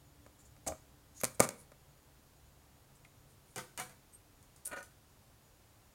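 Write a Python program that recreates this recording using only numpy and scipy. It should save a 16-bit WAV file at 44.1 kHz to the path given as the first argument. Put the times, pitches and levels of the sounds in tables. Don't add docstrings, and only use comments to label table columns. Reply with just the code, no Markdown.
import sys
import numpy as np
from scipy import signal
from scipy.fft import rfft, irfft
from scipy.io import wavfile
from scipy.ndimage import uniform_filter1d

SR = 44100
rng = np.random.default_rng(int(sys.argv[2]) if len(sys.argv) > 2 else 0)


def inscribe(sig):
    pcm = np.round(np.clip(np.atleast_2d(sig).T, -1, 1) * 32767)
    wavfile.write(sys.argv[1], SR, pcm.astype(np.int16))


N = 262130

# (time [s], edge snap level [dB], panel flex level [dB])
LID_EVENTS = [(0.2635, -38.5, -30.5), (0.5651, -42, -43), (0.6650, -27, -20), (0.6690, -27, -22),
              (0.6835, -20, -24), (0.7205, -35, -19), (1.2123, -23, -38), (1.2352, -13.5, -6.5),
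              (1.2430, -4.5, -18), (1.2509, -9, -21), (1.3962, -16, -11), (1.4023, 0.5, 7),
              (1.4050, 0, -8.5), (1.4898, -13, -20), (1.5060, -28, -24), (1.7183, -39, -31.5)]
# (frequency [Hz], level [dB], time to fall 60 dB [s])
PANEL_MODES = [(572, 4.5, 0.015), (753, -12.5, .03), (971, -4, 0.016), (1229, -10.5, 0.028),
               (1333, -16.5, 0.018), (1885, -16.5, 0.021), (2262, -7, 0.014), (2716, -28, 0.0116)]
# (frequency [Hz], level [dB], time to fall 60 dB [s])
THUMP_MODES = [(130.05, -18, 0.19), (224.4, 0.5, 0.036), (274, -19, 0.13)]
# (frequency [Hz], level [dB])
SNAP_COLOUR = [(60, -44), (400, -24), (1500, -10.5), (2300, -9), (3200, -18), (4200, -9.5), (5500, -9),
               (6800, -1.5), (8000, -2.5), (9000, 1), (10000, -3), (11200, -11.5), (13000, -10),
               (16000, -20)]
# (time [s], level [dB])
TUB_EVENTS = [(0.6660, -10.5), (0.6860, -11.5), (0.7020, -15)]
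# (frequency [Hz], level [dB], time to fall 60 dB [s])
TUB_MODES = [(79.5, -6, 0.18), (142, -7.5, 0.075), (202, -13, 0.051), (296, -6, 0.091), (563, -1.5, 0.061),
             (597, 2, 0.058), (634, -0.5, 0.12), (726, 1.5, 0.097), (785, -3, 0.072), (1157, -9, .06)]
# (time [s], tick level [dB], knock level [dB], table thud level [dB], ring pitch [factor])
TONGS_EVENTS = [(3.0480, -45, -51, -48, 0.92), (3.5603, -20, -22.5, -14.5, 1.04),
                (3.5798, -21, -17.5, -24, 0.68), (3.7760, -19.5, -22, -30, 1.28),
                (3.7884, -33, -20.5, -38, 0.93), (3.7985, -17.5, -17.5, -22.5, 1.0),
                (3.8955, -37.5, -37, -37, 0.89), (4.4279, -41, -54, -56, 1.0),
                (4.5621, -37.5, -58, -58, 0.67), (4.8285, -30, -44, -45, 1.0)]
# (frequency [Hz], level [dB], time to fall 60 dB [s])
TONGS_MODES = [(221, -9.5, 0.186), (510, -30, 0.165), (741.5, 5, 0.16), (1022, -1.5, 0.16),
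               (1332, -0.5, 0.13), (1771, -31, 0.083), (1860, 1.5, 0.1), (2276, 2.5, 0.13),
               (2810, -3, 0.066)]
# (frequency [Hz], level [dB])
KNOCK_COLOUR = [(50, -47), (200, -7), (350, 8.5), (500, 3), (900, 3.5), (1500, 5.5), (2400, 1), (3200, -4),
                (5000, -5), (9000, -13)]
# (frequency [Hz], level [dB], time to fall 60 dB [s])
TABLE_MODES = [(130, -2, 0.4), (185, -5, 0.38), (216, -7, 0.37), (439, 3, 0.13), (493, 1, 0.24)]
# (time [s], level [dB])
CLINK_EVENTS = [(4.1348, -31.5), (4.147, -29)]
# (frequency [Hz], level [dB], time to fall 60 dB [s])
TIP_MODES = [(8440, 1, .07), (8700, 0, 0.087), (9160, -1, 0.045), (11600, -8, .17), (12900, -8, .03)]
# (time [s], level [dB], ring pitch [factor])
TICK_EVENTS = [(1.2123, -23, 1.18), (1.2352, -14.5, 1.24), (3.0480, -33, 0.215), (4.6510, -24, 0.86),
               (4.6558, -13, 0.93), (4.6663, -17, 0.96), (4.6738, -15.5, 1.0)]
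# (frequency [Hz], width [Hz], level [dB])
TICK_RESONANCES = [(7210, 920, -17.5), (9530, 220, 4), (9950, 210, 1), (11200, 550, -3), (12100, 490, -27)]
# (start [s], length [s], level [dB], resonance [Hz])
RUB_EVENTS = [(0.383, 0.05, -61, 7350), (0.44, 0.05, -62.5, 7150), (0.667, 0.018, -32, 7900),
              (0.671, 0.02, -32.5, 6650), (1.142, 0.09, -53.5, 6700), (1.198, 0.022, -44.5, 6560),
              (1.337, 0.03, -56, 8500), (1.562, 0.09, -57, 9600), (2.945, 0.037, -65, 8000),
              (3.273, 0.08, -68, 8720), (3.44, 0.16, -67, 9400), (4.118, 0.04, -62, 8450),
              (4.65, 0.06, -51, 7800), (4.75, 0.07, -56, 6200)]
# (start [s], length [s], level [dB])
PUSH_EVENTS = [(4.655, 0.055, -58), (4.7125, 0.024, -40.3), (4.758, 0.029, -42.5), (4.8, 0.009, -43.5)]
# (frequency [Hz], width before the hand damps it [Hz], level [dB])
DRAG_MODES = [(204, 60, -19), (333, 99, -15), (473, 52, -11.5), (560, 43, -3.5), (720, 60, -10),
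              (953, 45, -8.5), (1250, 20.5, -4.5), (1456, 22, -1), (1790, 28, -9.5), (2200, 30, -32),
              (2350, 26, -13), (2800, 19, -22)]
# (frequency [Hz], width [Hz], level [dB])
GRIT_RESONANCES = [(4320, 500, 0), (7010, 1200, -3), (8890, 1200, -3)]
# (frequency [Hz], relative level [dB])
HISS_COLOUR = [(12, -40), (20, -8.5), (37, -5.5), (60, -4), (107, -3), (158, -12.5), (210, -10),
               (248, -12.5), (293, -11), (328, -14), (759, -16), (897, -17), (2260, -24.5), (13900, -28),
               (16000, -29)]
# (frequency [Hz], level at the start [dB], level at the end [dB])
HUM_LINES = [(65.8, -68.5, -80), (106, -74.5, -77), (140, -68, -78), (292, -72.5, -92.5),
             (6858, -84.5, -86)]
# (frequency [Hz], time to fall 60 dB [s])
ROOM_DECAY = [(120, 0.52), (400, 0.47), (1000, 0.37), (2800, 0.41), (7500, 0.35), (15000, 0.45)]
# (frequency [Hz], level [dB])
ROOM_TONE = [(100, -1), (220, 0), (360, 1), (500, -4.5), (1200, 4), (2200, 0.5), (3200, 4), (7000, -0.5),
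             (9200, -2), (15000, 1)]

SNAP_DECAY_S, THUMP_DB = 0.0007, -5
PANEL_SAG = 0.008
SNAP_ROOM_DB, FLEX_ROOM_DB = -11, -9
DULLING_PER_DB, SLOWING_S_PER_DB = 0.18, 0.00005
RATTLE_S, RATTLE_LENGTH_S, RATTLE_PER_S = 1.424, 0.03, 300
RATTLE_SNAP_DB, RATTLE_FLEX_DB, RATTLE_FADE_DB_PER_S = -16.5, -17, 110
RING_DB, TONGS_ROOM_DB = 2, 1
SECOND_ARM_S, SECOND_ARM_DB = 0.0034, -5
TICK_DECAY_S, TICK_ROOM_DB = 0.0035, -13
RUB_SWELL, RUB_BROAD_DB = 0.42, -3.5
PUSH_ATTACK_S, PUSH_RELEASE_S = 0.006, 0.009
HISS_DB = -64.59
EDGE_HZ = 16400


def lid(tilt_from_hz=1500, lowest_hz=95):
    snaps, flexes = np.zeros((2, N))
    thump = amp(THUMP_DB) * ring(THUMP_MODES)
    for s, snap_db, flex_db in list(LID_EVENTS) + rattle():
        tilt_db = DULLING_PER_DB * snap_db
        edge = colour([(hz, db + tilt_db * np.log2(max(hz / tilt_from_hz, 1))) for hz, db in SNAP_COLOUR])
        decay = SNAP_DECAY_S - SLOWING_S_PER_DB * snap_db
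        add(snaps, s, amp(snap_db) * crack(edge, decay))
        panel = ring(PANEL_MODES, 1 - PANEL_SAG * amp(flex_db))
        add(flexes, s, amp(flex_db) * (panel + thump))
    sent = amp(SNAP_ROOM_DB) * snaps + amp(FLEX_ROOM_DB) * flexes
    out = np.array([snaps + flexes, sent])
    return signal.sosfilt(signal.butter(2, lowest_hz, "high", fs=SR, output="sos"), out)


def rattle():
    chance = rng.uniform(-1, 1, (40, 3))
    after = (np.arange(len(chance)) + chance[:, 0] / 2) / RATTLE_PER_S
    contacts = []
    for t, (_, a, b) in zip(after, chance):
        if t < RATTLE_LENGTH_S:
            fade_db = RATTLE_FADE_DB_PER_S * t
            contacts.append((RATTLE_S + t, RATTLE_SNAP_DB - fade_db + 3 * a, RATTLE_FLEX_DB - fade_db + 3 * b))
    return contacts


def tub(room_db=-11):
    out, body = np.zeros(N), ring(TUB_MODES, rise=0.0044)
    for s, db in TUB_EVENTS:
        add(out, s, amp(db) * body)
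    return np.array([out, amp(room_db) * out])


def tongs(dull_db=-4, ring_room_db=-12):
    contacts, rings = np.zeros((2, N))
    edge, dull = colour(SNAP_COLOUR), colour(KNOCK_COLOUR)
    table = ring(TABLE_MODES, rise=0.0071)
    for s, tick_db, knock_db, thud_db, pitch in TONGS_EVENTS:
        for delay, arm_db in (0, 0), (SECOND_ARM_S, SECOND_ARM_DB):
            tick = amp(tick_db) * crack(edge, decay=0.001)
            knock = amp(knock_db + dull_db) * crack(dull, decay=0.0039)
            add(contacts, s + delay, amp(arm_db) * (tick + knock))
        metal = amp(knock_db + RING_DB) * ring(TONGS_MODES, pitch, rise=0.0015)
        add(rings, s, amp(thud_db) * table + metal)
    sent = amp(TONGS_ROOM_DB) * contacts + amp(ring_room_db) * rings
    return np.array([contacts + rings, sent])


def clinks():
    out, tips = np.zeros(N), ring(TIP_MODES, rise=0.00046)
    for s, db in CLINK_EVENTS:
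        add(out, s, amp(db) * tips)
    return out


def ticks():
    out = np.zeros(N)
    for s, db, pitch in TICK_EVENTS:
        peaks = [(hz * pitch, width * pitch, height) for hz, width, height in TICK_RESONANCES]
        add(out, s, amp(db) * crack(resonances(peaks), TICK_DECAY_S))
    return np.array([out, amp(TICK_ROOM_DB) * out])


def rubs(width_hz=580, room_db=-8):
    out, edge = np.zeros(N), unit(colour(SNAP_COLOUR))
    for s, length, db, hz in RUB_EVENTS:
        u = np.linspace(0, 1, round(length * SR))
        swell = np.interp(u, [0, RUB_SWELL, 1], [0, 1, 0])
        drive = amp(db) * slips(len(u), per_s=2500) * swell
        add(out, s, signal.fftconvolve(drive, resonances([(hz, width_hz, 0)])) / 2)
        add(out, s, signal.fftconvolve(drive, edge) * amp(RUB_BROAD_DB) / 2)
    return np.array([out, amp(room_db) * out])


def drag(direct_db=-2, room_db=-14, soft_hz=2400, grit_db=-15.5, damping_hz=4):
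    t, out = np.arange(SR // 4) / SR, np.zeros(N)
    for s, length, db in PUSH_EVENTS:
        force = np.minimum(t / PUSH_ATTACK_S, 1) * np.exp(-np.maximum(t - length, 0) / PUSH_RELEASE_S)
        drive = amp(db) * force * slips(len(t), per_s=1100)
        soft = signal.sosfilt(signal.butter(4, soft_hz, fs=SR, output="sos"), drive)
        body = 0
        for hz, width, mode_db in DRAG_MODES:
            mode = signal.fftconvolve(soft, resonances([(hz, width + damping_hz, 0)]))
            body = body + amp(mode_db) * unit(mode)
        add(out, s, np.linalg.norm(drive) * unit(body))
        add(out, s, amp(grit_db) * signal.fftconvolve(drive, resonances(GRIT_RESONANCES)))
    return np.array([amp(direct_db) * out, amp(room_db) * out])


def room(x, gap=0.0012, build=.006, early_db=6, early_s=0.04):
    hz, t, z = signal.stft(rng.standard_normal(SR * 3 // 4), SR, nperseg=256)
    fall_db = -60 * t / read(ROOM_DECAY, hz)[:, None]
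    tone_db = read(ROOM_TONE, hz)[:, None]
    tail = signal.istft(z * amp(fall_db + tone_db), SR, nperseg=256)[1]
    t = np.arange(len(tail)) / SR
    tail *= np.clip((t - gap) / build, 0, 1) * amp(early_db * np.exp(-(t / early_s) ** 2))
    return signal.fftconvolve(x, unit(tail))[:N]


def background(waver=0.89, waver_hz=9):
    hz, t = np.fft.rfftfreq(N, 1 / SR), np.arange(N) / SR
    noise = irfft(rfft(rng.standard_normal(N)) * amp(read(HISS_COLOUR, hz)), N)
    out = amp(HISS_DB) * evened(noise)
    slow = 1 / (1 + (hz / waver_hz) ** 2)
    for line_hz, first_db, last_db in HUM_LINES:
        a, b = (evened(irfft(rfft(rng.standard_normal(N)) * slow, N)) for _ in range(2))
        tone = ((1 + waver * (a + 1j * b)) * np.exp(2j * np.pi * line_hz * t)).real
        out += amp(np.linspace(first_db, last_db, N)) * evened(tone)
    return out


def ring(modes, pitch=1, rise=.0012):
    t = np.arange(SR // 2) / SR
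    tones = sum(amp(db - 60 * t / t60) * np.sin(2 * np.pi * hz * pitch * t) for hz, db, t60 in modes)
    return unit(tones * (1 - np.exp(-t / rise)))


def resonances(peaks):
    t = np.arange(SR // 4) / SR
    tones = 0
    for hz, width, db in peaks:
        tones = tones + amp(db) * width * np.exp(-np.pi * width * t) * np.cos(2 * np.pi * hz * t)
    return unit(tones * np.heaviside(t, .5))


def crack(response, decay, size=2048):
    fade = np.exp(-np.arange(size) / SR / max(decay, 1e-4))
    burst = np.fft.fft(rng.standard_normal(size) * fade)
    bands = np.sqrt(abs(uniform_filter1d(abs(burst) ** 2, size=32, mode="wrap")))
    return unit(signal.fftconvolve(np.fft.ifft(burst / causal(bands)).real, response))


def slips(size, per_s):
    chance, strength = rng.random(size), rng.standard_normal(size)
    return evened((chance < per_s / SR) * (np.sign(strength) + strength))


def colour(points, size=4096):
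    gain = amp(read(points, abs(np.fft.fftfreq(size, 1 / SR))))
    return np.fft.ifft(causal(gain)).real[:size // 2]


def causal(gain):
    return np.exp(np.conj(signal.hilbert(np.log(gain + 1e-9))))


def read(points, hz):
    f, value = np.transpose(points)
    return np.interp(np.log(hz + 1), np.log(f + 1), value)


def amp(db):
    return 10 ** (np.asarray(db) / 20)


def unit(x):
    return x / np.sqrt(np.sum(x ** 2) + 1e-20)


def evened(x):
    return unit(x) * np.sqrt(len(x))


def add(mix, s, sound):
    part = mix[round(s * SR):][:len(sound)]
    part += sound[:len(part)]


def scene():
    direct, sent = lid() + tub() + tongs() + ticks() + rubs() + drag()
    return (direct + clinks() + room(sent) + background())[None]


def record(dry):
    low_pass = signal.firwin(301, EDGE_HZ, window=("kaiser", 8), fs=SR)
    return signal.oaconvolve(dry, low_pass[None], "same")


dry = scene()
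out = record(dry)
inscribe(out)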